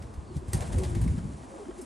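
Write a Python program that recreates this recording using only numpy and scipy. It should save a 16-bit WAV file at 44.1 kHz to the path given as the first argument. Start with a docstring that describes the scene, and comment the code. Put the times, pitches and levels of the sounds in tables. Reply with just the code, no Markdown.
"""An outdoor pen, the microphone near a wooden ledge where pigeons shift and scuffle.
Wing tips snap, feathers and feet scuff in dry bursts over a soft rustle and a low, thumping flutter.
The boards ring with dull bumps, a few taps and claw knocks, and the birds give low, husky coos.
A gust rumbles on the microphone and dies away, leaving faint open air and a far drone;
early on, a far songbird whistles once."""
import sys
import numpy as np
from scipy.fft import rfft, irfft, next_fast_len
from scipy.io import wavfile
from scipy.ndimage import map_coordinates

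SR = 44100
rng = np.random.default_rng(int(sys.argv[2]) if len(sys.argv) > 2 else 0)


def dump_mix(stems):
    """Bounce the given channels to the path in sys.argv[1] as a 16-bit WAV at rate SR."""
    frames = np.atleast_2d(stems).T  # one column per channel
    limited = np.clip(frames, -1, 1)  # hard clip at full scale
    pcm = np.round(limited * 32767).astype(np.int16)
    wavfile.write(sys.argv[1], SR, pcm)


N = 81585
T = np.arange(N) / SR


def amp(db):
    """Decibels to gain."""
    return 10 ** (np.asarray(db) / 20)


def unit(x):
    """Scaled to rms 1."""
    return x / np.sqrt(np.mean(x ** 2) + 1e-20)


def along(points, hz):
    """A curve through (hz, value) points, read on a log frequency axis."""
    point_hz, values = np.transpose(points)
    return np.interp(np.log(hz + 1), np.log(point_hz + 1), values)


def level(points):
    """Gain per sample from (time_s, level_db) points."""
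    return amp(np.interp(T, *np.transpose(points)))


def wobble(per_s):
    """A smooth random curve with per_s knots a second."""
    return map_coordinates(rng.standard_normal(N // 8), [T * per_s], mode="wrap")


def filtered(x, response):
    """x through a filter whose gain is response(hz)."""
    size = next_fast_len(N + SR // 2)
    return irfft(rfft(x, size) * response(np.fft.rfftfreq(size, 1 / SR)), size)[..., :N]


# How alike left and right are for sounds near the microphone: frequency_hz, correlation
NEAR_LIKENESS = [(100, 0.95), (280, 0.91), (430, 0.4), (800, 0.28), (1150, -0.52), (1400, -0.71),
                 (1750, 0.69), (2200, 1), (3300, 1), (4500, 1), (7400, 1), (8100, 0.44), (9300, 0.37),
                 (9900, 0.98), (12000, 1)]

def noise(colour, likeness=NEAR_LIKENESS, shape_db=lambda hz: 0):
    """Coloured stereo noise of rms 1, with optional shaping on top of its spectrum."""
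    def response(hz):
        width = np.arccos(np.clip(along(likeness, hz), -1, 1)) / 2
        return amp(along(colour, hz) + shape_db(hz)) * [np.cos(width), np.sin(width)]
    mid, side = filtered(rng.standard_normal((2, N)), response)
    return unit(np.array([mid + side, mid - side]))


def spread(x, turn_rad):
    """The two microphone ports pick the sound up out of step, by turn_rad each way."""
    return filtered(x, lambda hz: np.exp(1j * turn_rad * np.array([[1], [-1]])))


def ring(start_s, modes, rise_s, pitch=1):
    """Struck, damped modes (frequency, gain_db, t60_s); pitch multiplies each frequency."""
    age = np.maximum(T - start_s, 0)
    body = sum(amp(db + rng.normal(0, 1) - 60 * age / t60) * np.sin(2 * np.pi * pitch * frequency * age)
               for frequency, db, t60 in modes)
    return body * (1 - np.exp(-age / rise_s))


def glide(start_s, length_s, start_hz, end_hz, jitter, rise_s=0.016, fall_s=0.017):
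    """Phase and envelope of one gliding bird note."""
    end_s = start_s + length_s
    hz = np.interp(T, [start_s, end_s], [start_hz, end_hz]) * (1 + jitter * wobble(49.96))
    envelope = np.clip((T - start_s) / rise_s, 0, 1) * np.clip((end_s - T) / fall_s, 0, 1)
    return 2 * np.pi * np.cumsum(hz) / SR, envelope


# Open air beyond the pen: frequency_hz, density_db
AIR_COLOUR = [(20, -21), (55, 13.5), (130, -7.5), (215, 2), (350, 2.5), (500, -5), (800, -6.5), (1100, -5),
              (1400, -14.5), (2000, -21.5), (3200, -24.5), (6000, -27), (9500, -26.5), (11000, -40.5),
              (12500, -93), (16000, -90)]
# How alike that air is left and right: frequency_hz, correlation
AIR_LIKENESS = [(60, 0.51), (250, 0.77), (400, 0.82), (800, 0.11), (1150, -0.18), (1600, 0.28), (2200, 1),
                (7400, 1), (8100, 0.74), (9300, -0.0062), (9900, 0.46)]

def open_air(level_db=-48.5):
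    """Far air, a low and nearly steady hush."""
    return amp(level_db + 0.3 * wobble(7.57)) * noise(AIR_COLOUR, AIR_LIKENESS)


def far_drone(pitch_hz=213.1, level_db=-59):
    """A faint tone in the distance, wavering in level and phase."""
    return amp(level_db + wobble(7.6)) * np.sin(2 * np.pi * pitch_hz * T + 0.5 * wobble(11.2))


# One note from far off: start_s, length_s, start_hz, end_hz
WHISTLE = (.265, 0.12, 4640, 3900)

def far_songbird(level_db=-69.5, fade_db_per_s=24):
    """A thin falling whistle, blurred by the trees."""
    phase, envelope = glide(*WHISTLE, jitter=0.00633)
    fade_db = fade_db_per_s * np.maximum(T - WHISTLE[0], 0)
    return amp(level_db - fade_db) * envelope * unit(np.sin(phase + wobble(280)))


# Wind right on the microphone: time_s, level_db
GUST_LEVEL = [(0, -40.5), (.08, -42.5), (.15, -50), (.22, -44.5), (.28, -42.5), (.45, -42), (.52, -44.5),
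              (.57, -29.5), (.66, -39), (.77, -24), (.85, -32.5), (.97, -27), (1.13, -28.5), (1.22, -38),
              (1.33, -39), (1.42, -52.5), (1.56, -58), (1.85, -76)]
# Its rumble: frequency_hz, density_db
GUST_COLOUR = [(20, -20), (27, -33), (35, -13.5), (52, 2), (75, 0.5), (110, -2.5), (200, -12.5), (290, -17),
               (420, -26.5), (700, -39), (1500, -39.5), (5000, -120)]

def gust():
    """A lumpy gust buffets the microphone and dies away."""
    lumps = unit(amp(0.41 * wobble(29.4)))
    return level(GUST_LEVEL) * lumps * noise(GUST_COLOUR)


# Feathers brushing on the ledge: time_s, level_db
RUSTLE_LEVEL = [(0, -65), (.3, -68.5), (.36, -57), (.42, -73), (.51, -54.5), (.56, -49.5), (.66, -50.5),
                (.80, -51), (.88, -52.5), (1.0, -54), (1.06, -54.5), (1.16, -55.5), (1.3, -59.5),
                (1.52, -58), (1.73, -60), (1.8, -56), (1.85, -61)]
# Their dry hiss: frequency_hz, density_db
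RUSTLE_COLOUR = [(300, -1), (900, 7), (2000, 3.5), (3200, -2), (5500, -3), (8000, 2), (10000, 1),
                 (11800, -20), (12700, -44), (16000, -50)]
# Feet rubbing the boards: time_s, level_db
SHUFFLE_LEVEL = [(0, -53.5), (.5, -60.5), (.54, -40.5), (.59, -45), (.63, -40.5), (.69, -46.5),
                 (.78, -45.5), (.85, -44.5), (.93, -52.5), (1.1, -64), (1.32, -59), (1.52, -50),
                 (1.67, -52), (1.75, -54), (1.85, -52)]
# Their hollow tone: frequency_hz, density_db
SHUFFLE_COLOUR = [(150, -53), (350, -2), (560, -2), (800, -4), (1100, -10), (1500, -15), (4000, -78)]
GRAIN_PER_S = 1400

def rustle(grain_db=1.5):
    """Feathers brush and feet rub the boards between the scuffs."""
    sway_db = 1.4 * wobble(45)
    grain = unit(amp(grain_db * wobble(GRAIN_PER_S) + sway_db))
    feathers = level(RUSTLE_LEVEL) * grain * noise(RUSTLE_COLOUR)
    feet = level(SHUFFLE_LEVEL) * unit(amp(2.4 * wobble(70))) * noise(SHUFFLE_COLOUR)
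    return feathers + feet


# Pigeon voices in the pen: start_s, length_s, start_hz, end_hz, level_db, roughness
COOS = [(0.302, 0.062, 346.4, 364, -42.5, 0.6), (0.412, 0.04, 369.4, 345, -40.5, 0.67),
        (0.742, 0.079, 529.7, 483, -41.5, 0.5), (0.729, 0.033, 266.3, 271, -39, 0.7),
        (0.771, 0.085, 378, 365, -35.5, 0.32), (0.863, 0.14, 356, 332, -42.5, 0.21),
        (1.412, 0.067, 243.7, 277, -49.5, 0), (1.498, 0.096, 545.3, 546, -53, 0.28),
        (1.53, 0.052, 316, 335, -46, 0.27), (1.584, 0.069, 422, 401, -44, 0.2),
        (1.65, 0.076, 230.5, 211, -47, 0.9), (1.682, 0.028, 335, 376, -34.5, 0.4),
        (1.73, 0.071, 347.5, 353, -53, 0), (1.781, 0.04, 349, 378, -37.5, 0.54),
        (1.809, 0.037, 240, 281, -42, 0.8)]
# Harmonics of a coo: multiple, gain_db
COO_HARMONICS = [(1, 18), (2, -10.5), (3, -29)]

def coos(husk_rad=1.05, flutter_per_s=110):
    """Nearly pure gliding notes that flutter and turn husky when rough."""
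    voice = np.zeros(N)
    for start_s, length_s, start_hz, end_hz, db, roughness in COOS:
        phase, envelope = glide(start_s, length_s, start_hz, end_hz, jitter=0.012)
        phase += husk_rad * roughness * wobble(flutter_per_s)
        tone = unit(sum(amp(gain_db) * np.sin(k * phase) for k, gain_db in COO_HARMONICS))
        voice += amp(db) * envelope * tone * unit(1 + roughness * wobble(flutter_per_s))
    return spread(voice, turn_rad=0.32)


# Weight landing on the ledge: start_s, level_db, pitch_hz
BUMPS = [(.178, -24, 64.5), (.361, -20.5, 143.5), (.370, -19.5, 72), (.484, -22.5, 89),
         (0.534, -21.5, 91.4), (.535, -32.5, 366.5), (.547, -17.5, 144.7), (0.642, -27, 145),
         (0.688, -30, 213), (0.757, -24, 69.5), (0.958, -23, 71.5), (1.025, -16.5, 103),
         (1.105, -17.5, 76.6)]
# Low modes of the boards: pitch_ratio, gain_db, t60_s
BUMP_MODES = [(1, 5, 0.071), (1.9, -11, 0.059), (3.1, -16, 0.046)]

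def board_bumps():
    """Soft weight makes the boards thud."""
    thuds = sum(amp(db) * ring(start_s, BUMP_MODES, rise_s=0.0044, pitch=hz) for start_s, db, hz in BUMPS)
    return spread(thuds, turn_rad=0.24)


# Light steps on the ledge: start_s, level_db
TAPS = [(.533, -44), (.622, -45), (.640, -41), (.835, -50), (1.187, -44), (1.433, -51.5), (1.653, -47.5),
        (1.709, -44)]
# Wood under a toe: frequency_hz, gain_db, t60_s
TAP_MODES = [(668, -3, 0.092), (844, 4, 0.022), (1383, 1, 0.023), (1585, -1.5, 0.026), (1900, -9, 0.049),
             (2850, -22, 0.022), (3145, -6.5, 0.023)]
# Claws striking the ledge: start_s, level_db, pitch_hz
CLAWS = [(0.949, -36, 1710), (1.0405, -47, 1820), (1.0774, -36.5, 2170)]
# Wood under a claw: pitch_ratio, gain_db, t60_s
CLAW_MODES = [(1.01, -2.5, 0.014), (1.13, -9, 0.011), (3.2, -23, 0.0081), (0.475, -6, 0.02)]

def toes_and_claws():
    """A toe makes the boards tick; a claw knocks them sharply."""
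    ticks = sum(amp(db) * ring(start_s, TAP_MODES, rise_s=0.0011) for start_s, db in TAPS)
    knocks = sum(amp(db) * ring(start_s, CLAW_MODES, rise_s=0.00061, pitch=hz)
                 for start_s, db, hz in CLAWS)
    return spread(ticks + knocks, turn_rad=0.1)


# Low, uneven flutter near the microphone: time_s, level_db
FLUTTER_LEVEL = [(0, -53), (.6, -54.5), (.76, -40.5), (.88, -50), (.98, -41.5), (1.08, -39.5),
                 (1.17, -41.5), (1.26, -40), (1.36, -46), (1.47, -65.5), (1.85, -62)]
# Its dull body: frequency_hz, density_db
FLUTTER_COLOUR = [(70, -20), (130, -0.5), (180, -0.5), (265, -1), (330, -20.5), (480, -17.5), (1200, -89),
                  (5000, -120)]
# Short, firm thumps in the scuffle: start_s, level_db, pitch_hz
THUMPS = [(0.75, -22, 216), (0.961, -19, 163), (0.991, -24.5, 170), (1.043, -17, 162), (1.0624, -9.5, 180),
          (1.085, -15, 163), (1.156, -20.5, 207), (1.178, -13.5, 161), (1.202, -24, 177), (1.236, -21, 178)]

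def flutter(t60_s=0.038):
    """A dull beating that swells with the scuffle and breaks into separate thumps."""
    beating = level(FLUTTER_LEVEL) * unit(amp(3.0 * wobble(55.06))) * noise(FLUTTER_COLOUR)
    thumps = sum(amp(db) * ring(start_s, [(hz, 0, t60_s)], rise_s=0.0038) for start_s, db, hz in THUMPS)
    return beating + spread(thumps, turn_rad=0.24)


def stroke(start_s, rise_s, fall_t60_s=0.069, tail_db=-6.5, tail_t60_s=0.2):
    """Envelope of one scuff: rise, quick fall and soft tail."""
    age = np.maximum(T - start_s - rise_s, 0)
    decay = np.hypot(amp(-60 * age / fall_t60_s), amp(tail_db - 60 * age / tail_t60_s))
    return np.clip((T - start_s) / rise_s, 0, 1) * decay


# Feathers and feet scuffing, near and straight ahead: start_s, rasp_db, scrape_db, rise_s, pitch_hz
SCUFFS = [(0.018, -56.5, -52.5, 0.0075, 1770), (.134, -60.5, -59, 0.0079, 1800),
          (0.365, -51, -53, 0.0026, 1500), (0.481, -53.5, -63, 0.0012, 2100),
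          (0.5313, -31.5, -40.5, 0.0012, 1900), (0.543, -41, -42.5, .0015, 2030),
          (0.607, -44, -48, 0.00067, 2300), (.621, -50, -42, 0.0013, 1620),
          (0.675, -52.5, -56, 0.0011, 2400), (0.724, -47.5, -46, 0.0041, 1910),
          (0.782, -42.5, -44, 0.0025, 2320), (0.832, -45.5, -41, 0.0037, 3250),
          (.846, -50, -47, .003, 1910), (0.895, -53, -56, 0.0027, 1700), (0.9492, -47.5, -44, 0.0011, 2180),
          (1.011, -47, -49.5, .005, 1580), (1.038, -50, -49.5, 0.0021, 1800),
          (1.077, -50.5, -51, .001, 2150), (1.177, -57, -52.5, 0.0034, 1540),
          (1.778, -56.5, -66, .008, 2600), (1.811, -46, -71, 0.0054, 3000)]
# The bright rasp: frequency_hz, density_db
RASP_COLOUR = [(500, 8.5), (2500, -10.5), (4000, -28), (4700, 2.5), (5400, -2), (6500, 4.5), (8000, 7.5),
               (10000, 7), (11800, -4), (12700, -16), (16000, -39)]
# The lower scrape: frequency_hz, density_db
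SCRAPE_COLOUR = [(300, -30), (900, 5.5), (1300, -7), (1900, -3.5), (2700, -7.5), (3600, -7.5), (5000, -7.5),
                 (9000, -15), (16000, -71)]

def scuffs(ripple_db=5, ripple_spacing_hz=69.65, spot_db=7, spot_width_oct=0.2, grain_db=1):
    """Grainy bursts: a rasp with narrow, irregular ringing peaks, over the scraped spot's resonance."""
    peaks = rng.standard_normal(N // 8)
    ripple = lambda hz: ripple_db * map_coordinates(peaks, [hz / ripple_spacing_hz], mode="wrap")
    rasp_power = sum((amp(db) * stroke(start_s, rise_s)) ** 2 for start_s, db, _, rise_s, _ in SCUFFS)
    sound = np.sqrt(rasp_power) * noise(RASP_COLOUR, shape_db=ripple)
    for start_s, _, db, rise_s, pitch_hz in SCUFFS:
        spot = lambda hz: spot_db / (1 + (np.log2((hz + 1) / pitch_hz) / spot_width_oct) ** 2)
        sound += amp(db) * stroke(start_s, rise_s) * noise(SCRAPE_COLOUR, shape_db=spot)
    return sound * unit(amp(grain_db * wobble(GRAIN_PER_S)))


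# Wing tips snapping near the microphone: start_s, level_db, top_hz
SNAPS = [(0.5322, -29.5, 13800), (0.5336, -40, 12500), (.6072, -38, 9450), (.8352, -40, 7800)]
# Their crisp crack: frequency_hz, density_db
SNAP_COLOUR = [(1000, -7), (4500, -4), (9500, 0), (13000, -13), (15000, -4), (16000, -22)]

def wing_snaps(t60_s=0.018):
    """Stiff wing tips meet in a short crack; the lighter ones are duller."""
    sound = np.zeros((2, N))
    for start_s, db, top_hz in SNAPS:
        age = np.maximum(T - start_s, 0)
        roll_off = lambda hz: -10 * np.log10(1 + (hz / top_hz) ** 20)
        sound += (T >= start_s) * amp(db - 60 * age / t60_s) * noise(SNAP_COLOUR, shape_db=roll_off)
    return sound


def scene():
    """From the microphone, wind, open air, flutter, boards and coos lean slightly left; the rest is centred."""
    lean_left = amp([[0.29], [-0.29]])
    leaning = gust() + open_air() + flutter() + board_bumps() + toes_and_claws() + coos()
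    centred = scuffs() + wing_snaps() + rustle() + far_drone() + far_songbird()
    return leaning * lean_left + centred


def record(dry, low_cut_hz=30, top_hz=16200):
    """The recorder thins the deepest rumble and keeps nothing above its band limit."""
    return filtered(dry, lambda hz: (hz < top_hz) * hz ** 2 / np.hypot(hz ** 2, low_cut_hz ** 2))


dry = scene()
out = record(dry)
dump_mix(out)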